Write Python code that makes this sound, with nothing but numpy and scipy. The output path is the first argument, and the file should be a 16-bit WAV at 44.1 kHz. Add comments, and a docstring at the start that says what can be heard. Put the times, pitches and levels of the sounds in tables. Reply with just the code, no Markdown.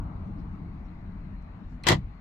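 """A low outside rumble with distant traffic is heard first, through the body of a parked car.
The power locks then shut: a relay ticks, a whirr swells, and the latches of several doors snap over
within a tenth of a second and thump the door panels. The background is noise shaped in pitch and time;
relay, latches and panels are sums of decaying modes, with noise for the hiss, whirr and rattle.
Sparse reflections inside the cabin follow the relay and latches."""
import sys
import numpy as np
from scipy import signal
from scipy.fft import rfft, irfft
from scipy.io import wavfile
from scipy.ndimage import uniform_filter1d

SR = 44100
rng = np.random.default_rng(int(sys.argv[2]) if len(sys.argv) > 2 else 0)


def persist_wave(psi):
    """Save psi, clipped to +-1, as 16-bit WAV."""
    counts = np.round(np.clip(psi, -1, 1) * 32767).astype(np.int16)
    wavfile.write(sys.argv[1], SR, np.atleast_2d(counts).T)


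N = 97416  # length in samples


def amp(db):
    """Decibel law: twenty decibels are a factor of ten in amplitude."""
    return 10 ** (np.asarray(db) / 20)


def evened(x):
    """Normalisation to unit root-mean-square amplitude."""
    return x / np.sqrt(np.mean(x ** 2) + 1e-20)


def read(points, hz):
    """Spectral interpolation on a logarithmic pitch axis."""
    point_hz, value = np.transpose(points)
    return np.interp(np.log(hz + 1), np.log(point_hz + 1), value)


def add(mix, start_s, sound):
    """Superposition: a sound adds to the mix from its start time."""
    part = mix[:, round(start_s * SR):][:, :sound.shape[1]]
    part += sound[:, :part.shape[1]]


def panned(left_minus_right_db):
    """Interaural level difference, split equally between left and right gains."""
    return amp(np.multiply.outer([.5, -.5], left_minus_right_db))


def puff(centre_hz, width_hz):
    """Band-limited noise: independent stereo noise under a Gaussian; width_hz is its 1/e half-width."""
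    hz = np.fft.rfftfreq(N, 1 / SR)
    colour = np.exp(-((hz - centre_hz) / width_hz) ** 2)
    return evened(irfft(rfft(rng.standard_normal((2, N))) * colour, N))


def ring(modes, t, sign=-1):
    """Modal superposition: dying sines answer one click; mode k is weighted by sign ** k."""
    total = 0
    for k, (pitch_hz, level_db, t60_s) in enumerate(modes):
        decay = amp(level_db - 60 * t / t60_s)
        total = total + sign ** k * decay * np.sin(2 * np.pi * pitch_hz * t)
    return total


# Levels of the outside noise: start_s, rumble_db, drone_db, traffic_roar_db
OUTSIDE_LEVELS = [
    [(0.03, -30, -40.5, -51), (0.112, -41, -41.5, -52), (0.26, -34.5, -41, -52.5),
     (0.286, -39.5, -39, -53.5), (0.384, -38, -39.5, -54.5), (0.956, -40, -45, -57.5),
     (1.262, -40.5, -43.5, -58.5), (1.528, -42, -48.5, -56), (1.622, -52, -43.5, -57),
     (1.656, -40.5, -49.5, -61.5), (1.8, -42.5, -47.5, -58.5)],
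]
# The outside noise dies away at the end: start_s, rumble_db, drone_db, traffic_roar_db
FADING_LEVELS = [(2.0, -38, -45.5, -58.5), (2.1, -38.5, -48.5, -60.5), (2.14, -45, -49, -59),
                 (2.21, -52, -54.5, -59)]


def level(column):
    """Amplitude envelope: one layer's level in dB, interpolated over time."""
    rows = np.array(list(OUTSIDE_LEVELS[0]) + FADING_LEVELS)
    return np.interp(np.arange(N) / SR, rows[:, 0], rows[:, column])


# Likeness of the two channels, 1 identical and negative opposed: pitch_hz, likeness (no unit)
CHANNEL_LIKENESS = [(60, 1), (130, 1), (290, 0.92), (640, 0.35), (1410, -0.093), (3100, 0.48), (6820, 0.75),
                    (15000, -0.52)]
# Stereo lean of the outside noise: pitch_hz, left_minus_right_db
OUTSIDE_LEAN = [(60, 2.5), (110, -1), (200, 4.5), (380, 4.5), (700, 2), (1290, 6.5), (2380, 10), (4400, 12),
                (8120, 3), (15000, 0)]
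LEFT_LEAD_S = .00014


def band(shape, level_db, patchy_db):
    """Partially coherent noise: random short-time spectra, patchy in time and pitch, on a level curve."""
    frames, hz = N // 512 + 5, np.fft.rfftfreq(2048, 1 / SR)
    a, b, c, d, patches = rng.standard_normal((frames, len(hz), 5)).T
    patches = uniform_filter1d(patches, size=16, axis=0)  # across pitch
    patches = evened(uniform_filter1d(patches, size=6, axis=1))  # across time

    likeness = np.clip(read(CHANNEL_LIKENESS, hz), -1, 1)[:, None]
    left = a + 1j * b
    right = likeness * left + np.sqrt(1 - likeness ** 2) * (c + 1j * d)
    spectra = np.array([left, right])

    # Both ends of the spectrum are closed by steep skirts
    closed = [(shape[0][0] * .8, -60)] + list(shape) + [(shape[-1][0] * 1.15, -70)]
    spectra *= amp(read(closed, hz)[:, None] + patchy_db * patches)
    spectra *= panned(read(OUTSIDE_LEAN, hz))[:, :, None]
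    spectra[0] *= np.exp(1j * 2 * np.pi * hz * LEFT_LEAD_S)[:, None]
    noise = signal.istft(spectra, nperseg=2048, noverlap=1536)[1][:, :N]
    return amp(level_db) * evened(noise)


# Level of a fuzzy hum: start_s, level_db
HUM_LEVELS = [(.5, -69.5), (1.3, -59), (1.45, -60), (1.65, -54), (1.819, -53), (1.999, -67.5)]
HUM_HZ, HUM_WIDTH_HZ = 244.2, 12


def hum():
    """Narrow-band noise: a small bandwidth gives a pitch with a fluctuating envelope."""
    start_s, level_db = np.transpose(HUM_LEVELS)
    envelope = amp(np.interp(np.arange(N) / SR, start_s, level_db))
    return envelope * puff(HUM_HZ, HUM_WIDTH_HZ)[0]


# Spectrum of the outside rumble: pitch_hz, density_db (dB per Hz)
RUMBLE_SPECTRUM = [(11, -37), (18, -8), (43, 11.5), (59, -6.5), (92, 11), (130, -13.5), (170, -44.5),
                   (290, -120)]
# Spectrum of the low drone: pitch_hz, density_db (dB per Hz)
DRONE_SPECTRUM = [(59, -32.5), (100, -6.5), (189, 6), (225, -10.5), (274, -5), (301, -7.5), (373, -19.5),
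                  (450, -20.5), (580, -45), (990, -120)]
# Spectrum of the traffic roar: pitch_hz, density_db (dB per Hz)
ROAR_SPECTRUM = [(240, -29.5), (400, -6.5), (487, -5), (516, -10.5), (567, -3), (694, -1), (1170, -2),
                 (1600, -14), (2080, -41.5), (3520, -120)]
# Spectrum of the steady hiss: pitch_hz, density_db (dB per Hz)
HISS_SPECTRUM = [(850, -29.5), (1450, -4.5), (2090, -1.5), (2960, -13.5), (3200, -18.5), (4150, -15),
                 (5160, -28.5), (6100, -29.5), (9070, -41.5), (13000, -37), (15500, -44)]
HISS_DB = -65


def outside():
    """Superposition of noise bands: rumble, drone, traffic roar and hiss, with the hum."""
    fuzzy_hum = hum()
    rumble = band(RUMBLE_SPECTRUM, level(1), patchy_db=0.9)
    drone = band(DRONE_SPECTRUM, level(2), patchy_db=0.6)
    roar = band(ROAR_SPECTRUM, level(3), patchy_db=1.2)
    hiss = band(HISS_SPECTRUM, HISS_DB, patchy_db=-1.86)
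    return rumble + drone + roar + hiss + fuzzy_hum


# Faint rustles, and a small tick at 1.425 s: centre_s, length_s (between 1/e points), level_db, pitch_hz,
# width_hz
RUSTLE_PUFFS = [(0.273, 0.057, -86.5, 5960, 2000), (0.399, 0.038, -72.5, 4630, 1210),
                (0.862, 0.034, -80, 5600, 250), (0.889, 0.013, -70, 4100, 300),
                (1.425, .004, -73, 5000, 3000), (1.72, 0.078, -79.5, 6070, 2000)]


def rustles():
    """Amplitude modulation: Gaussian puffs of treble noise, roughened by random steps in level."""
    t = np.arange(N) / SR
    steps = np.repeat(rng.standard_normal(N // 64 + 1), 64)[:N]
    scratch = evened(amp(2.2 * steps))
    total = np.zeros((2, N))
    for centre_s, length_s, level_db, pitch_hz, width_hz in RUSTLE_PUFFS:
        envelope = np.exp(-((t - centre_s) / (.5 * length_s)) ** 2)
        total += amp(level_db) * envelope * puff(pitch_hz, width_hz)
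    return total * scratch


# Door panel modes, before the favouring of pitches: pitch_hz, level_db, t60_s
PANEL_MODES = [(65.7, -10, .4), (92.5, -15.5, 0.19), (118.9, -5.5, 0.26), (146, -2, 0.12),
               (184.5, 0.5, 0.1), (258.4, -3.5, 0.08), (300, -4, 0.098), (346.3, 1, .09), (431, -9, 0.11)]
PANEL_LEAN_DB, PANEL_LAG_S = 1, 0.00022  # left minus right level; delay of the right channel
FAVOUR_DB_PER_OCT2 = -5  # modes far from the favoured pitch are rung less


def thump(level_db, push_s, favoured_hz):
    """Forced modal response: convolution with a soft push rings the panel modes."""
    t = np.arange(SR // 2) / SR
    push = np.sin(np.pi * np.minimum(t[:1000] / push_s, 1)) ** 2
    push /= push.sum()
    modes = []
    for pitch_hz, mode_db, t60_s in PANEL_MODES:
        favour_db = FAVOUR_DB_PER_OCT2 * np.log2(pitch_hz / favoured_hz) ** 2
        modes.append((pitch_hz, mode_db + favour_db, t60_s))

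    def channel(lag_s):
        """Propagation delay: the modes begin after lag_s."""
        rung = ring(modes, np.maximum(t - lag_s, 0), sign=0.97)
        return np.convolve(rung, push)[:len(t)]

    return amp(level_db) * panned(PANEL_LEAN_DB)[:, None] * np.array([channel(0), channel(PANEL_LAG_S)])


# Thumps into the door panels: start_s, level_db, push_s, favoured_hz
PANEL_THUMPS = [(1.867, -27, 0.00089, 220), (1.89, -21.5, 0.0021, 260), (1.904, -16.5, 0.0022, 161.2),
                (1.923, -16, 0.0016, 170), (1.951, -18.5, 0.0041, 150), (1.983, -22, 0.0045, 118)]
PANEL_CUT_HZ = 75


def door_panels():
    """Linear superposition of panel thumps, followed by a high-pass filter."""
    panels = np.zeros((2, N))
    for start_s, *row in PANEL_THUMPS:
        add(panels, start_s, thump(*row))
    high_pass = signal.butter(4, PANEL_CUT_HZ, "high", fs=SR, output="sos")
    return signal.sosfilt(high_pass, panels)


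CABIN_T60_S, CABIN_DB = .06, -10


def cabin(x):
    """Room impulse response: short sparse reflections off glass and trim, about 8000 a second."""
    t = np.arange(SR // 4) / SR
    taps = rng.choice([-1., 1.], (2, len(t)))
    taps *= rng.random((2, len(t))) < 8000 / SR
    taps *= amp(-60 * t / CABIN_T60_S)
    taps /= np.linalg.norm(taps, axis=1, keepdims=True)
    return signal.fftconvolve(x, taps, axes=1)[:, :N]


# Modes of the relay tick: pitch_hz, level_db, t60_s
TICK_MODES = [(4200, 0, .028), (5100, -14, .012), (5900, -16, .015), (8300, -12, .02)]
# Modes of the armature landing: pitch_hz, level_db, t60_s
LANDING_MODES = [(2050, 0, .04), (2500, -1, .035), (3300, -10, .02)]
RELAY_S, RELAY_DB = 1.8363, -36
RELAY_HISS_DB, RELAY_T60_S = -46.5, 0.018
LANDING_DELAY_S, LANDING_DB = .003, -2  # level relative to the tick
# Actuators running between the relay and the first snap; WHIRR_DB is the starting level, from which the whirr
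# swells by WHIRR_SWELL_DB up to the first snap
WHIRR_DB, WHIRR_HZ, WHIRR_WIDTH_HZ, WHIRR_SWELL_DB = -45.5, 2040, 2200, 6.5


def relay():
    """Impact excitation: a bright tick and a duller landing, with a noise whirr until the first snap."""
    t = np.arange(4096) / SR
    span_s = LATCH_SNAPS[0][0] - RELAY_S
    hiss = puff(5960, 4500)[:, :len(t)] * amp(-60 * t / RELAY_T60_S)

    whirr = puff(WHIRR_HZ, WHIRR_WIDTH_HZ)[:, :len(t)]
    whirr *= np.minimum(t / .008, 1) * amp(WHIRR_SWELL_DB * t / span_s) * (t < span_s)
    grit = evened(uniform_filter1d(rng.standard_normal(len(t)), size=90))
    whirr *= evened(amp(3.0 * grit))  # uneven level

    late = np.maximum(t - LANDING_DELAY_S, 0)
    landing = np.minimum(late / .0015, 1) * ring(LANDING_MODES, late)
    tick = ring(TICK_MODES, t) + amp(LANDING_DB) * landing
    onset = np.minimum(t / 0.00073, 1)
    return onset * (amp(RELAY_DB) * tick + amp(RELAY_HISS_DB) * hiss) + amp(WHIRR_DB) * whirr


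# Spectrum of the rattle, before the brightness tilt: pitch_hz, density_db (dB per Hz)
RATTLE_SPECTRUM = [(180, -15), (300, 1.5), (453, -4.5), (720, -1.5), (1280, -6.5), (1420, -10.5),
                   (1970, -3.5), (2360, -13), (3280, -7.5), (4490, -9.5), (5210, -15.5), (7370, -19),
                   (9600, -30), (15500, -39)]
# Stereo lean of the rattle, before each snap's own lean: pitch_hz, left_minus_right_db
RATTLE_LEAN = [(200, 1.5), (400, 3.5), (700, 1.5), (1300, 4.5), (2400, 5), (4400, .5), (8000, -4),
               (15000, -7)]
# Latch modes, before the scatter: pitch_hz, level_db, t60_s
LATCH_MODES = [(715, -11, .03), (1270, -8, .022), (1870, -2, .018), (2014, 0, .02), (2920, -13, .018),
               (3260, -8, .022), (4371, -16, .015), (4640, -16, .015), (5475, -19, .012), (7340, -22, .01)]
RATTLE_RISE_S, STRIKE_S = 0.0006, .0012  # rise times of the rattle and of the modes
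LATCH_SCATTER_DB, LATCH_SCATTER = 2.5, .015  # each strike varies the modes (dB, share of pitch)


def snap(rattle_db, left_minus_right_db, bright_db, t60_s, ring_db):
    """Impact excitation: a hard strike rings the latch modes, and a grainy noise rattle decays."""
    t = np.arange(8192) / SR
    hz = np.fft.rfftfreq(len(t), 1 / SR)
    grains = amp(2.8 * np.minimum(rng.exponential(1, (2, len(t))), 3)[0])
    knocks = rng.standard_normal((2, len(t))) * grains
    tilt_db = bright_db * np.log2(np.maximum(hz, 300) / 2000)
    colour = amp(read(RATTLE_SPECTRUM, hz) + tilt_db) * (hz > 200)
    colour = colour * panned(read(RATTLE_LEAN, hz))
    envelope = np.minimum(t / RATTLE_RISE_S, 1) * amp(-60 * t / t60_s)
    rattle = evened(irfft(rfft(knocks) * colour, len(t))) * envelope

    scatter_db = LATCH_SCATTER_DB * rng.standard_normal((2, len(LATCH_MODES)))
    detune = 1 + LATCH_SCATTER * rng.standard_normal((2, len(LATCH_MODES)))
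    rung = np.zeros((2, len(t)))
    for side in range(2):
        modes = [(pitch_hz * ratio, level_db + extra_db, mode_t60_s)
                 for (pitch_hz, level_db, mode_t60_s), extra_db, ratio
                 in zip(LATCH_MODES, scatter_db[side], detune[side])]
        rung[side] = ring(modes, t)
    rung *= np.minimum(t / STRIKE_S, 1)
    return panned(left_minus_right_db)[:, None] * (amp(rattle_db) * rattle + amp(ring_db) * rung)


# Latch snaps: start_s, rattle_db, left_minus_right_db, brightness (dB per octave), rattle_t60_s, ring_db
LATCH_SNAPS = [(1.8679, -17.5, 5.5, 1.1, 0.12, -21.5), (1.8853, -11.5, -2, 2.36, 0.041, -20),
               (1.8878, -22.5, 2.5, 3, 0.077, -13), (1.8965, -18, 1.6, 0, 0.097, -15.5),
               (1.904, -21, 2, -1.8, 0.12, -19), (1.9108, -30, -1.5, -0.3, 0.067, -18.5),
               (1.9181, -17, -1.8, -1.5, 0.068, -19), (1.9258, -22, 0, -2.5, 0.063, -21),
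               (1.9335, -27, 4, -3.5, 0.1, -27), (1.9431, -36.5, -4, -4.5, 0.037, -27),
               (1.951, -37, 2.5, -6, 0.098, -34)]


def locks():
    """Linear superposition of the relay and the latch snaps."""
    latches = np.zeros((2, N))
    add(latches, RELAY_S, relay())
    for start_s, *row in LATCH_SNAPS:
        add(latches, start_s, snap(*row))
    return latches


def scene():
    """Superposition of direct sound, cabin reflections, door panels and background."""
    latches = locks()
    panels = door_panels()
    return latches + amp(CABIN_DB) * cabin(latches) + panels + outside() + rustles()


EDGE_HZ = 15500


def record(dry):
    """Band limiting: a linear-phase low-pass filter removes the highest treble."""
    low_pass = signal.firwin(1023, EDGE_HZ, window=("kaiser", 9), fs=SR)
    return signal.oaconvolve(dry, low_pass[None], "same")


dry = scene()
out = record(dry)
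persist_wave(out)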